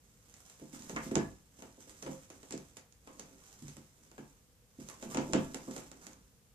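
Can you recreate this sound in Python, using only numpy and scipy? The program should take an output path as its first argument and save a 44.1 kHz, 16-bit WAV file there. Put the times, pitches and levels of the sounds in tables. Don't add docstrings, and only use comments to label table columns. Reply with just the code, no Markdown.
import sys
import numpy as np
from scipy import signal
from scipy.fft import rfft, irfft
from scipy.io import wavfile
from scipy.ndimage import uniform_filter1d

SR = 44100
rng = np.random.default_rng(int(sys.argv[2]) if len(sys.argv) > 2 else 0)


def to_wav(s):
    ch = np.atleast_2d(s).T
    pcm = np.round(np.clip(ch, -1, 1) * 32767)
    wavfile.write(sys.argv[1], SR, pcm.astype(np.int16))


N = 288414
TIME = np.arange(N) / SR


def from_db(db):
    return 10 ** (np.asarray(db) / 20)


def rms_one(x):
    return x / np.sqrt(np.mean(x ** 2) + 1e-20)


def at_hz(points, hz):
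    f, value = np.transpose(points)
    return np.interp(np.log(np.maximum(hz, 1)), np.log(f), value)


def add(track, s, sound):
    i = int(s * SR)
    track[i:i + len(sound)] += sound[:N - i]


def delayed(x, s):
    return np.pad(x, (max(round(s * SR), 0), 0))[:N]


def lowpass(x, hz):
    return signal.sosfilt(signal.butter(2, min(hz, .45 * SR), fs=SR, output="sos"), x)


def bandpass(x, low_hz, high_hz):
    band_hz = [low_hz, min(high_hz, .45 * SR)]
    return signal.sosfilt(signal.butter(2, band_hz, "band", fs=SR, output="sos"), x)


def colour(x, spectrum, size=2048):
    gain = from_db(at_hz(spectrum, np.fft.rfftfreq(size, 1 / SR)))
    cepstrum = irfft(np.log(gain))
    cepstrum[1:size // 2] *= 2
    cepstrum[size // 2 + 1:] = 0
    response = irfft(np.exp(rfft(cepstrum)))
    return signal.fftconvolve(x, response / np.linalg.norm(response))[:len(x)]


# f/Hz, likeness (1 = the same)
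LIKENESS = [(100, 0.854), (300, 0.826), (550, 0.678), (1000, 0.033), (14000, 0.059)]


def diffuse(size):
    mid, side = rfft(rng.standard_normal((2, size)))
    alike = np.clip(at_hz(LIKENESS, np.fft.rfftfreq(size, 1 / SR)), -1, 1)
    shared = np.sqrt((1 + alike) / 2) * mid
    opposed = np.sqrt((1 - alike) / 2) * side * [[1], [-1]]
    return irfft(shared + opposed, size)


# f/Hz, relative level/dB per Hz
QUIET = [(15, -59.5), (28, -16.5), (40, -6), (54, 1), (75, -3.5), (140, -5.5), (205, -8.5), (330, -20.5),
         (420, -19), (480, -11.5), (560, -21.5), (2000, -26.5), (4000, -28), (7000, -25.5), (14500, -30)]


def quiet_background(level_db):
    noise = np.array([colour(side, QUIET, size=8192) for side in diffuse(N)])
    return from_db(level_db) * rms_one(noise)


# start t/s, length/s, fur on plush relative level/dB, weight on boards relative level/dB
MOVES = [(0.052, 0.094, -74.5, -73), (0.269, 0.047, -68.5, -68.5), (0.381, 0.334, -66.5, -72.5),
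         (0.79, 0.386, -61, -53.5), (1.606, 0.063, -66.5, -62), (1.868, 0.039, -65, -60.5),
         (1.987, 0.1623, -62.5, -60), (2.358, 0.265, -66.5, -61.5), (3.094, 0.244, -68.5, -59.5),
         (3.438, 0.284, -63.5, -66.5), (3.993, 0.279, -72, -67.5), (4.844, 0.079, -61.5, -59.5),
         (5.093, 0.357, -60.5, -45), (5.553, 0.2415, -60.5, -52.5), (5.958, 0.122, -67, -58)]
SWELL_DB_PER_S, FADE_DB_PER_S = 134.5, 64.5


def moving():
    gains = np.zeros((2, N))
    for s, length_s, fur_db, weight_db in MOVES:
        swell_db = SWELL_DB_PER_S * (TIME - s)
        fade_db = FADE_DB_PER_S * (s + length_s - TIME)
        shape = from_db(np.clip(np.minimum(swell_db, fade_db), -100, 0))
        gains = np.maximum(gains, from_db([[fur_db], [weight_db]]) * shape)
    return gains


# f/Hz, relative level/dB, time to fade by 60 dB/s
TREE_MODES = [(55.4, -11, 0.52), (96, -13, 0.23), (145.41, -5.5, 0.256), (167.8, -10, 0.0895),
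              (197.48, -7, 0.183), (225.1, -2.5, 0.13), (266.34, -3, 0.103), (279.6, 0.5, 0.1296),
              (304.7, 1, 0.0892), (330.1, -1, 0.0938), (389.76, -4.5, 0.1171), (456.35, -6.5, 0.0857),
              (523.2, -2, 0.1423), (665.1, -6, 0.151), (739.6, -14.5, 0.106), (882.5, -5, 0.155),
              (1001, -7, 0.126), (1142, -8.5, 0.07), (1540, -13, .12), (1687, 2, 0.29),
              (2270, -29.5, 0.158)]


def mode_waves():
    t = TIME[:SR // 2]
    hz, db, t60 = np.transpose(TREE_MODES)[:, :, None]
    return from_db(db - 60 * t / t60) * np.sin(2 * np.pi * hz * t)


def tree_ring(waves, centre_hz, scatter_db, below_db=3.0, above_db=10.5):
    octaves = np.log2(np.array(TREE_MODES)[:, 0] / centre_hz)
    slope_db = np.minimum(below_db * octaves, -above_db * octaves)
    db = slope_db + scatter_db * rng.standard_normal(len(waves))
    signs = rng.choice([-1, 1], len(waves))
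    ring = (signs * from_db(db)) @ waves
    return ring / np.linalg.norm(ring)


def friction(per_s, spread_db, smooth):
    slips_now = rng.random(N) < per_s / SR
    sizes = from_db(spread_db * np.minimum(rng.exponential(1, N), 5)) * slips_now
    slips = signal.lfilter([1], [1, -np.exp(-1 / (0.00108 * SR))], sizes ** 2 + 1e-18)
    strength = np.sqrt(slips / slips.mean() + smooth ** 2)
    return rms_one(strength * rng.standard_normal(N))


# f/Hz, relative level/dB per Hz
PLUSH = [(400, -4), (1000, -2), (2000, -4.5), (4500, -7), (6300, 2.5), (7500, 1), (9500, -6), (14500, -12)]
# start t/s, length/s, relative level/dB
SWIPES = [(0.718, 0.059, -54), (0.813, 0.04, -60), (0.882, 0.0436, -53.5), (1.016, 0.069, -52.5),
          (1.576, 0.0326, -61.5), (1.788, 0.0555, -59.5), (1.872, 0.0544, -60), (2.503, 0.0274, -63),
          (4.793, 0.0184, -57), (4.992, 0.086, -56.5), (5.094, 0.0465, -50), (5.713, 0.103, -57),
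          (6.008, 0.0534, -59)]
STIR_DB = -91.5


def rubbing(hiss_gain_db, swipe_gain_db, drag_gain_db):
    strokes = np.zeros(N)
    for s, length_s, db in SWIPES:
        stroke = np.sqrt(np.hanning(int(length_s * SR)))
        add(strokes, s, from_db(db + swipe_gain_db) * stroke)
    brush, weight = moving()
    fur_gain = (brush + from_db(STIR_DB)) * from_db(hiss_gain_db)
    fur = friction(per_s=250, spread_db=2.5, smooth=0.577) * fur_gain
    rasp = friction(per_s=600, spread_db=0.0, smooth=0.29) * strokes
    scrape = friction(per_s=300, spread_db=1.0, smooth=1.0)
    boards = tree_ring(mode_waves(), centre_hz=387, scatter_db=1.0)
    drag = signal.fftconvolve(scrape, boards)[:N]
    return colour(fur + rasp, PLUSH), rms_one(drag) * weight * from_db(drag_gain_db)


def fibre_burst(length_s):
    t = TIME[:SR // 20]
    swell = t * np.exp(-t / max(length_s, .0001))
    phases = np.angle(rfft(rng.standard_normal(len(t)) * swell))
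    burst = irfft(np.exp(1j * phases), len(t)) * np.sqrt(swell)
    return burst / np.linalg.norm(burst)


def claw_ping(rip, ring_db, low_hz=6200, high_hz=7900, width_hz=450):
    hz = rng.uniform(low_hz, high_hz)
    ring = signal.lfilter(*signal.iirpeak(hz, hz / width_hz, fs=SR), rip)
    out = rip + from_db(ring_db) * ring
    return out / np.linalg.norm(out)


LEAD_S = .012


def soft_onset(rip, weaker_db, spread_db, count=3):
    lead = int(LEAD_S * SR)
    out = np.pad(rip, (lead, 0))
    for when, size in rng.random((count, 2)):
        i = int(when * lead)
        out[i:i + len(rip)] += from_db(weaker_db - spread_db * size) * rip
    return out


# t/s, crack/dB, tug on the post/dB,
# fine tick of the claw tip/dB, left minus right/dB (before the share used for panning)
SNAGS = [(0.3396, -46, -75, -66, -2.5), (0.4973, -44, -73, -65.5, 6.5), (0.5968, -57.5, -65, -67, -4.5),
         (0.821, -45.5, -71, -74.5, -6.5), (0.8952, -40.5, -44.5, -62, -6.5),
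         (0.9616, -36.5, -41, -69.5, -7), (1.1115, -48.5, -46, -73.5, -8.5),
         (1.154, -25.5, -26.5, -60.5, -16), (1.6214, -47.5, -50.5, -62, -6.5),
         (1.8944, -46, -67.5, -69, -4), (2.0246, -36, -48.5, -56, 1.5), (2.0628, -44, -42.5, -73.5, 3),
         (2.3011, -42.5, -55.5, -62.5, 4), (2.4302, -47.5, -60, -69, -4), (2.5071, -37.5, -50.5, -57, -5.5),
         (2.5227, -31, -55.5, -75.5, 6.5), (2.5765, -44, -66, -62, -7), (2.7687, -38, -59.5, -56.5, 3),
         (2.9231, -53.5, -89, -81, -7.5), (3.0736, -49.5, -54, -68, 0), (3.1949, -36.5, -53, -56.5, -1.5),
         (3.681, -40.5, -69, -62, 3.5), (3.7672, -45, -59, -62, 0.5), (4.114, -52.5, -63.5, -78, -7),
         (4.1795, -49, -51, -72.5, 5.5), (4.8865, -37.5, -60, -55.5, -1.5), (4.8983, -42.5, -57.5, -55, -6),
         (5.0255, -44.5, -43.5, -78, -10), (5.1456, -33.5, -34, -56.5, -5.5),
         (5.1708, -29, -28.5, -72, 11.5), (5.3331, -24, -22.5, -71.5, -4),
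         (5.5445, -33, -42.5, -51.5, -7.5), (5.7102, -40, -57, -69, 4), (5.7633, -39, -44.5, -56, -9),
         (5.7788, -41, -56, -65, -2.5), (5.9147, -45, -56, -66, -10.5), (6.0667, -40.5, -56.5, -60, -8.5),
         (6.1316, -53.5, -86, -79, -17)]
# f/Hz, relative level/dB per Hz
CRACK = [(800, -17.5), (2000, -3), (3200, -5), (4500, -2), (6200, 3), (7600, 1), (9500, -9.5), (14500, -55)]
PLUCK = [(200, -1), (500, 3), (900, 2), (1500, -5), (2200, -7), (3000, -9), (9000, -47.5)]
TIP = [(2000, 4.5), (6000, -8.5), (10000, 5.5), (14500, -10.5)]
FIRM_TUG_DB, PLUCK_PER_TUG = -25, 0.7305


def claws(rip_s, pluck_s, tip_s, crack_db, pluck_db, tip_db, pan_share):
    cracks, plucks, tips = np.zeros((2, N)), np.zeros(N), np.zeros(N)
    for s, sharp_db, tug_db, fine_db, left_db in SNAGS:
        rip = claw_ping(fibre_burst(rip_s), ring_db=3.5)
        rip = soft_onset(rip, weaker_db=-16, spread_db=21.5)
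        for side, sign in zip(cracks, (.5, -.5)):
            side_db = sharp_db + crack_db + sign * pan_share * left_db
            add(side, s - LEAD_S, from_db(side_db) * rip)
        rope_db = pluck_db + PLUCK_PER_TUG * (tug_db - FIRM_TUG_DB)
        add(plucks, s, from_db(rope_db) * fibre_burst(pluck_s))
        add(tips, s, from_db(fine_db + tip_db) * fibre_burst(tip_s))
    cracks = np.array([colour(side, CRACK) for side in cracks])
    return cracks, colour(plucks, PLUCK), colour(tips, TIP)


RECOIL_S, RECOIL_DOUBLES_DB = 0.00687, 9
RECOIL_HZ, RECOIL_OCTAVE_DB = 368, 79


def recoils():
    blows = []
    for s, _, tug_db, _, _ in SNAGS:
        harder_db = tug_db - FIRM_TUG_DB
        delay_s = RECOIL_S * 2 ** (harder_db / RECOIL_DOUBLES_DB)
        hz = RECOIL_HZ * 2 ** (-harder_db / RECOIL_OCTAVE_DB)
        blows.append((s + delay_s, tug_db, hz))
    return blows


# t/s, relative level/dB, f/Hz that the contact drives best
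THUMPS = [(0.614, -45, 304), (0.729, -46.5, 284), (0.785, -55.5, 228), (0.923, -43, 171),
          (0.990, -52.5, 230), (1.058, -40.5, 292), (1.113, -33, 347), (1.166, -28.5, 346.6),
          (1.218, -40.5, 280), (1.298, -57, 283), (1.588, -57.5, 593), (1.777, -57, 550), (1.871, -58, 610),
          (2.050, -47, 270), (2.082, -40, 299), (2.532, -38, 363), (3.616, -47.5, 164.4),
          (3.632, -45, 148.7), (3.676, -50.5, 164), (3.769, -52, 282), (4.187, -47, 345),
          (4.785, -44.5, 266), (5.060, -44.5, 303), (5.294, -38.5, 402), (5.676, -39, 350)]


def paws(scatter_db, blow_db, pad_ratio, give_cycles):
    out, waves = np.zeros(N), mode_waves()
    for s, db, centre_hz in THUMPS + recoils():
        ring = tree_ring(waves, centre_hz, scatter_db)
        swell = 1 - np.exp(-(TIME[:len(ring)] * centre_hz / give_cycles) ** 2)
        blow = bandpass(ring * swell, centre_hz / pad_ratio, centre_hz * pad_ratio)
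        add(out, s, from_db(db + blow_db) * blow / np.linalg.norm(blow))
    return out


# t/s, relative level/dB, f/Hz,
# time to fade by 60 dB/s, roughness (rms wander as a share of the pitch)
CREAKS = [(.745, -52.5, 1277, 0.05, 0.323), (.962, -33, 1451, 0.1311, 0.3415),
          (.962, -36.5, 2197, 0.0921, 0.125), (1.19, -42.5, 1705, 0.1738, 0.0285),
          (2.072, -42, 525, 0.27, 0.0278), (2.07, -46.5, 820, 0.1771, 0.087),
          (3.072, -56, 1099, 0.32, 0.093), (3.42, -51, 1064, 0.01, 0.042), (4.18, -49, 1625, 0.04, 0.041),
          (4.905, -55.5, 1081, 0.25, 0.09), (5.11, -49.5, 1095, 0.28, 0.352),
          (5.175, -38.5, 852, 0.15, 0.1555), (5.345, -45.5, 3003, 0.2617, 0.196),
          (5.674, -54, 1008, 0.4, .3), (6.014, -61, 1294, 0.5649, 0.314)]


def creaks(gain_db, rise_s):
    out, t = np.zeros(N), TIME[:SR // 3]
    for s, db, hz, t60, rough in CREAKS:
        wander = rms_one(lowpass(rng.standard_normal(len(t)), hz / 3))
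        pitch = hz * (1 + rough * wander)
        tone = np.sin(2 * np.pi * np.cumsum(pitch) / SR)
        rise = 1 - np.exp(-t / rise_s)
        add(out, s, tone * rise * from_db(db + gain_db - 60 * t / t60))
    return out


# f/Hz, time to fade by 60 dB/s
ROOM_T60 = [(100, 0.516), (300, 0.214), (1000, 0.377), (3000, 0.268), (7000, 0.206), (14000, 0.13)]


def room_tail(build_s, count=14, size=15):
    t = TIME[:SR // 2]
    noise = rfft(diffuse(len(t)))
    hz = np.fft.rfftfreq(len(t), 1 / SR)
    edges = np.geomspace(25, 22000, count)
    tail = 0
    for low, high in zip(edges, edges[1:]):
        band = irfft(noise * ((hz >= low) & (hz < high)), len(t))
        tail = tail + band * from_db(-60 * t / at_hz(ROOM_T60, np.sqrt(low * high)))
    spectrum = rfft(tail * (1 - np.exp(-t / build_s)))
    power = uniform_filter1d(np.mean(abs(spectrum) ** 2, axis=0), size)
    fade = np.minimum(1, 2 - 2 * t / t[-1]) ** 2
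    return fade * irfft(spectrum / np.sqrt(np.maximum(power, 1e-6)), len(t))


# delay t/s, relative level/dB
ECHOES = [(.0042, -9.5), (.0095, -13.5), (0.0157, -9), (.026, -4.5)]
LEFT_LAG_S = .00024


def in_room(x, wet_db, echo_db, right_db, build_s, soak_hz):
    left, right = np.broadcast_to(x, (2, N))
    centre = (left + right) / 2
    echoes = sum(from_db(db + echo_db) * delayed(centre, s) for s, db in ECHOES)
    near = np.array([delayed(left + echoes, LEFT_LAG_S), right + echoes])
    near = near * from_db([[-right_db / 2], [right_db / 2]])
    dulled = signal.lfilter(*signal.butter(1, min(soak_hz, .45 * SR), fs=SR), centre)
    tail = signal.fftconvolve(dulled[None], room_tail(build_s), axes=1)[:, :N]
    return near + from_db(wet_db) * tail


def scene():
    quiet = quiet_background(level_db=-65.56)
    hiss, drag = rubbing(hiss_gain_db=-1.5, swipe_gain_db=-2, drag_gain_db=-5)
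    cracks, plucks, tips = claws(rip_s=0.001134, pluck_s=0.00136, tip_s=0.000798,
                                 crack_db=11.0, pluck_db=-8.5, tip_db=24, pan_share=0.773)
    body = paws(scatter_db=1.0, blow_db=28.5, pad_ratio=3.13, give_cycles=1.34) + drag
    creak = creaks(gain_db=0.5, rise_s=0.0005)
    return (quiet
            + in_room(hiss, wet_db=3.0, echo_db=-29.5, right_db=10.0, build_s=0.0013, soak_hz=12020)
            + in_room(cracks, wet_db=4.5, echo_db=-10, right_db=9.0, build_s=0.00112, soak_hz=4150)
            + in_room(tips, wet_db=3.5, echo_db=-21, right_db=14.5, build_s=0.0013, soak_hz=12000)
            + in_room(plucks, wet_db=3.5, echo_db=-11, right_db=-5.5, build_s=0.00117, soak_hz=8960)
            + in_room(body, wet_db=-4.5, echo_db=-8, right_db=1.5, build_s=0.0128, soak_hz=4000)
            + in_room(creak, wet_db=-1.5, echo_db=-15, right_db=-1.0, build_s=0.0012, soak_hz=9000))


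CUTOFF_HZ = 14700


def record(dry):
    return signal.sosfilt(signal.ellip(10, .2, 70, CUTOFF_HZ, fs=SR, output="sos"), dry)


dry = scene()
out = record(dry)
to_wav(out)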